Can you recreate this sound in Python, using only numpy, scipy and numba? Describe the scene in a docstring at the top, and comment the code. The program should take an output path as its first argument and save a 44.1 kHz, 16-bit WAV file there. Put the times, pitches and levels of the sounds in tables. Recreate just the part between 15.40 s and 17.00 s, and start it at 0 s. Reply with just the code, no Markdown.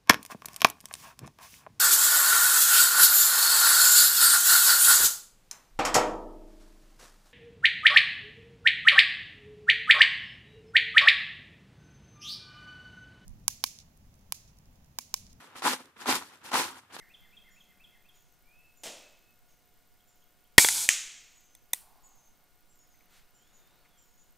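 """Outdoors, close to a leaf-lined steel plate on which a heap of crisp fried chips is tossed.
At each lift the chips slide softly and the leaf rubs on the steel. The chips land in a shower
of brittle clicks, thudding and pattering on the damped plate, whose modes ring briefly.
Three tosses land and a fourth is just starting, over a faint open-air background."""
import sys
import numpy as np
from scipy import signal
from scipy.fft import rfft, irfft
from scipy.io import wavfile
from numba import njit

SR = 44100
rng = np.random.default_rng(int(sys.argv[2]) if len(sys.argv) > 2 else 0)


def waveform_to_disk(signal):
    """Save audio, clipped to [-1, 1], as 16-bit WAV at the path in sys.argv[1]."""
    frames = np.transpose(np.atleast_2d(signal))
    scaled = np.clip(frames, -1, 1) * 32767
    samples = np.round(scaled).astype(np.int16)
    wavfile.write(sys.argv[1], SR, samples)


N = 70560
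T = np.arange(N) / SR

# one table per landing: (time [s], heap thud [dB], plate patter [dB], chip clicks [dB])
LANDING_LEVELS = [
    [(0.222, -59, -34.5, -46.5), (0.236, -45, -40.5, -39.5), (0.258, -34.5, -25, -32),
     (0.28, -36, -27, -30.5), (0.29, -35.5, -34, -33), (0.314, -42.5, -37, -36.5), (0.334, -36, -36, -36.5),
     (0.37, -79, -55.5, -53), (0.404, -53, -49, -63), (0.434, -69, -75, -74), (0.46, -59.5, -80, -71)],
    [(0.658, -47, -34.5, -48.5), (0.672, -40.5, -37.5, -37.5), (0.69, -28, -25.5, -30.5),
     (0.706, -37.5, -29, -29.5), (0.728, -37, -30.5, -32.5), (0.742, -42, -34.5, -37),
     (0.754, -40, -33, -31.5), (0.794, -55, -52, -47.5), (0.822, -54, -44.5, -53.5), (0.9, -68, -76, -62.5)],
    [(1.116, -60, -39, -43.5), (1.128, -38.5, -36.5, -43.5), (1.14, -34.5, -24.5, -32.5),
     (1.156, -41.5, -26.5, -32.5), (1.196, -35.5, -31, -32), (1.228, -47.5, -38, -37),
     (1.344, -60.5, -51.5, -59.5), (1.39, -94, -58.5, -57.5), (1.41, -73, -86, -74)],
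]


def undb(db):
    """Decibels to gain."""
    return 10 ** (np.asarray(db) / 20)


def gain_at(points, hz):
    """Gain of (frequency [Hz], level [dB]) points joined on a log-frequency axis."""
    points_hz, db = np.array(points, float).T
    return undb(np.interp(np.log(hz + 1), np.log(points_hz), db))


def colour(x, points, size=2048):
    """Minimum-phase filter with the given spectrum and unit power gain."""
    cepstrum = irfft(np.log(gain_at(points, np.fft.rfftfreq(size, 1 / SR))))
    cepstrum[1:size // 2] *= 2
    cepstrum[size // 2 + 1:] = 0
    response = irfft(np.exp(rfft(cepstrum)))
    return signal.fftconvolve(x, response[None] / np.linalg.norm(response))[:, :N]


def highpass(x, hz, order):
    """Butterworth high-pass."""
    return signal.sosfilt(signal.butter(order, hz, "high", fs=SR, output="sos"), x)


def swells(events, attack_s, release_s):
    """Summed attack-hold-release envelopes of (start [s], length [s], level [dB]) rows."""
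    envelope = np.zeros(N)
    for start_s, length_s, db in events:
        attack = np.clip((T - start_s) / attack_s, 0, 1)
        release = np.exp(-np.maximum(T - start_s - length_s, 0) / release_s)
        envelope += undb(db) * attack * release
    return envelope


@njit
def ring(starts_s, hz, decays_s, sizes):
    """Sum of short damped sines."""
    out = np.zeros(N)
    for k in range(len(starts_s)):
        first = int(starts_s[k] * SR) + 1
        pole = (2j * np.pi * hz[k] - 1 / decays_s[k]) / SR
        phasor = sizes[k] * np.exp(pole * (first - starts_s[k] * SR))
        step = np.exp(pole)
        for i in range(max(first, 0), min(first + int(6 * decays_s[k] * SR), N)):
            out[i] += phasor.imag
            phasor *= step
    return out


def shower(level, band_hz, cycles, scatter_db, lag_s, spread_s, pan_db, count):
    """Random collisions, each with its own pitch, size and place; more and harder as level rises."""
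    full_rate_db, rate_exponent = -32, 0.2
    jitter, chance, pitch, force, place, side, length = rng.random((count, 7)).T
    starts_s = (np.arange(count) + 3 * jitter) / count * N / SR
    strength = np.interp(starts_s, T, level)
    share = np.clip((strength / undb(full_rate_db)) ** rate_exponent, 0.01, 1)
    hz = band_hz[0] + (band_hz[1] - band_hz[0]) * pitch
    decays_s = cycles * (0.5 + length) / hz
    sizes = undb(-scatter_db * np.log(0.024 + force))
    sizes /= np.sqrt(np.mean(sizes ** 2))
    sizes *= strength * (chance < share)
    sizes *= np.sqrt(4 * N / SR / count / decays_s / share)  # rms follows level
    delay_s = lag_s + spread_s * (2 * place - 1)
    tilt_db = pan_db * (2 * side - 1)
    return np.array([ring(starts_s + half * delay_s, hz, decays_s, sizes * undb(half * tilt_db))
                     for half in (-0.5, 0.5)])


def cracks(events, decay_s, spectrum):
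    """A decaying burst of coloured noise per (time [s], level [dB]) row."""
    envelope = sum(undb(db) * (T >= at_s) * np.exp(-np.abs(T - at_s) / decay_s) for at_s, db in events)
    return envelope * colour(rng.standard_normal((2, N)), spectrum) / 2


def outdoors():
    """Faint wavering open-air background, alike left and right in the bass."""
    air_spectrum = [(25, -25), (55, -7), (85, 1), (150, -4), (300, -7.5), (650, -12), (1300, -4),
                    (2200, -11.5), (3600, -16.5), (4500, -22), (14000, -26)]  # (frequency [Hz], level [dB])
    level_db, waver_db = -65.5, 1.5
    mid, side = colour(rng.standard_normal((2, N)), air_spectrum)
    side = highpass(side, hz=1770, order=1)
    waver = np.interp(T, np.linspace(0, T[-1], 40), rng.standard_normal(40))
    return undb(level_db + waver_db * waver) * np.array([mid + side, mid - side])


def leaf():
    """The leaf catches and slips on the steel in tiny dull steps."""
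    rubs = [(-.02, 0.071, -55), (.06, 0.1, -58), (.15, 0.013, -49), (.385, 0.027, -56), (.45, 0.053, -67),
            (.558, 0.013, -53.5), (.585, 0.063, -52.5), (.89, 0.068, -58), (1.007, 0.083, -57),
            (1.35, 0.025, -55), (1.425, 0.024, -64.5), (1.496, 0.13, -55)]  # leaf on steel: (start [s], length [s], level [dB])
    rub_spectrum = [(100, -11.5), (250, -3.5), (400, -6.5), (650, -8), (950, -2), (1500, -3), (2200, -7),
                    (3600, -9.5), (4600, -16), (12000, -21)]  # (frequency [Hz], level [dB])
    rubbing = swells(rubs, attack_s=0.0073, release_s=0.01)
    steps = shower(rubbing, band_hz=(203, 6300), cycles=0.31, scatter_db=3.5,
                   lag_s=7e-5, spread_s=13e-5, pan_db=10, count=8000)
    return undb(-4.5) * colour(steps, rub_spectrum)


def tosses():
    """Envelopes of thud, patter and clicks: the landings plus the slides around them."""
    slides = [(-.02, 0.078, -62.5), (0.147, 0.046, -51.5), (.385, 0.02, -57), (.565, 0.025, -62),
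              (.594, .03, -50), (.905, 0.048, -64), (1.03, 0.06, -50.5), (1.364, 0.0068, -58),
              (1.5, 0.017, -67), (1.521, 0.03, -50.5), (1.582, .03, -43)]  # chips sliding over each other: (start [s], length [s], level [dB])
    rise_s, settle_s, slide_thud_db = 0.0025, 0.022, -7
    landing = np.zeros((3, N))
    for table in LANDING_LEVELS:
        times_s, *levels_db = np.array(table, float).T
        fade = np.maximum(times_s[0] - T, 0) / rise_s + np.maximum(T - times_s[-1], 0) / settle_s
        landing += undb([np.interp(T, times_s, db) for db in levels_db]) * np.exp(-fade)
    sliding = swells(slides, attack_s=0.024, release_s=0.033)
    return np.hypot(landing, sliding * undb([[slide_thud_db], [0], [0]]))


def knocks():
    """Clumps hit the leaf and plate: a dull tock of a cycle or two with a crack on top."""
    hits = [(.152, -47), (.162, -37), (.222, -24), (0.2534, -26), (0.2635, -22.5), (.278, -18),
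            (.3335, -19), (.644, -61), (0.6587, -23.5), (.687, -19), (.726, -12.5), (.762, -23.5),
            (0.8135, -35), (1.1175, -25), (1.1385, -17.5), (1.1424, -29), (1.1562, -11.5), (1.371, -45),
            (1.399, -52), (1.5659, -27)]  # clump impacts: (time [s], level [dB])
    crack_spectrum = [(400, -19), (900, -3), (1700, 3), (3500, 0), (6000, -15), (13000, -26)]  # (frequency [Hz], level [dB])
    tock_hz, tock_decay_s = 1076, 0.00081
    times_s, db = np.array(hits, float).T
    hz = tock_hz * np.exp(0.092 * rng.standard_normal(len(hits)))
    tocks = ring(times_s, hz, np.full(len(hits), tock_decay_s), undb(db))
    tocks = highpass(tocks, hz=247, order=2)
    return tocks + undb(-5.5) * cracks(hits, decay_s=0.0026, spectrum=crack_spectrum)


def plate(thud_level, patter_level):
    """The heap thuds, patters and knocks on the plate, whose modes ring briefly under the load."""
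    modes = [(87.8, 0.64, 12), (184, 0.29, 1), (260.2, 0.18, 3.5), (343, 0.1, 0.5), (498, 0.1, -1),
             (545.6, 0.27, 1), (859, .16, -6), (1007.6, .16, 3.5), (1154, .14, -13), (1292, 0.073, -8),
             (1418, 0.11, 0.5), (1690, .15, -13), (2000, .2, 2), (2550, 0.23, -15)]  # loaded plate: (frequency [Hz], t60 [s], gain [dB])
    thud_spectrum = [(40, -30.5), (90, -14.5), (150, -8), (250, 2.5), (400, 1.5), (560, -2.5), (700, -9.5),
                     (1500, -26.5)]  # (frequency [Hz], level [dB])
    patter_spectrum = [(350, -27.5), (650, -10), (830, 2.5), (1080, 1.5), (1400, -1.5), (1900, -13),
                       (3000, -12), (6000, -44.5)]  # (frequency [Hz], level [dB])
    thud = shower(thud_level, band_hz=(92, 1020), cycles=0.37, scatter_db=1,
                  lag_s=2e-5, spread_s=5e-5, pan_db=1.5, count=2000)
    patter = shower(patter_level, band_hz=(550, 3170), cycles=0.65, scatter_db=3,
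                    lag_s=8e-5, spread_s=9e-5, pan_db=9.5, count=3500)
    blows = undb(-14.5) * colour(thud, thud_spectrum) + undb(-11) * colour(patter, patter_spectrum)
    blows += knocks()
    t = T[:SR // 3]
    response = np.zeros(len(t))
    for hz, t60_s, db in modes:
        damping = np.log(1000) / t60_s
        response += undb(db) * 2 * damping / SR * np.exp(-damping * t) * np.cos(2 * np.pi * hz * t)
    return blows + undb(-3) * signal.fftconvolve(blows, response[None])[:, :N]


def buried(x):
    """The bottom of the heap lands first, its treble muffled by the chips above."""
    width_s, corner_hz, treble_db = 0.036, 6600, -6.5
    cover = sum(np.exp(-((T - table[0][0]) / width_s) ** 2) for table in LANDING_LEVELS)
    dull = signal.sosfiltfilt(signal.butter(1, corner_hz, fs=SR, output="sos"), x)
    return dull + (x - dull) * undb(treble_db * cover)


def chips(level):
    """Thin crisp slices rustle, click and snap together; each click bounces about inside the heap."""
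    snaps = [(.011, -48), (.1845, -33), (.2488, -27), (.333, -19), (.457, -40.5), (.6185, -39), (.755, -24),
             (.886, -49), (1.1175, -28), (1.133, -18)]  # single chips colliding: (time [s], level [dB])
    click_spectrum = [(700, -39), (1600, 2.5), (2500, 0), (4000, 0.5), (6000, -3), (9000, -3.5),
                      (12500, -7), (15000, -15)]  # (frequency [Hz], level [dB])
    tail_decay_s, tail_db = 0.0022, -6.5
    rustle = shower(level, band_hz=(1210, 15870), cycles=3.33, scatter_db=2.5,
                    lag_s=0, spread_s=21e-5, pan_db=9, count=20000)
    ticks = shower(level, band_hz=(1580, 12400), cycles=0.77, scatter_db=1.5,
                   lag_s=0, spread_s=14e-5, pan_db=4.5, count=900)
    clicks = rustle + undb(-6) * ticks
    pole = np.exp(-2 / (tail_decay_s * SR))
    tail_power = signal.lfilter([1 - pole], [1, -pole], clicks ** 2)
    tail = np.sqrt(tail_power) * rng.standard_normal((2, N))
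    heap = undb(0.1) * colour(clicks + undb(tail_db) * tail, click_spectrum)
    return buried(heap + cracks(snaps, decay_s=0.00098, spectrum=click_spectrum))


def scene():
    """Chips, plate, leaf and the air around them."""
    thud_level, patter_level, click_level = tosses()
    return chips(click_level) + plate(thud_level, patter_level) + leaf() + outdoors()


def record(dry):
    """Two microphone ports colour the sound differently; deep bass and top treble are cut."""
    port_balance = [(250, -2), (600, 1.5), (1000, 1.2), (2000, 0), (3800, 1.5), (6500, 1.5), (8400, -3),
                    (10500, -1.5), (13000, 2)]  # (frequency [Hz], left minus right [dB])
    low_cut_hz, top_hz = 74, 15350
    left_gain = np.sqrt(gain_at(port_balance, np.fft.rfftfreq(2 * N, 1 / SR)))
    heard = irfft(rfft(dry, 2 * N) * np.array([left_gain, 1 / left_gain]))[:, :N]
    heard = highpass(heard, low_cut_hz, order=2)
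    return signal.sosfilt(signal.ellip(10, 0.2, 80, top_hz, fs=SR, output="sos"), heard)


dry = scene()
out = record(dry)
waveform_to_disk(out)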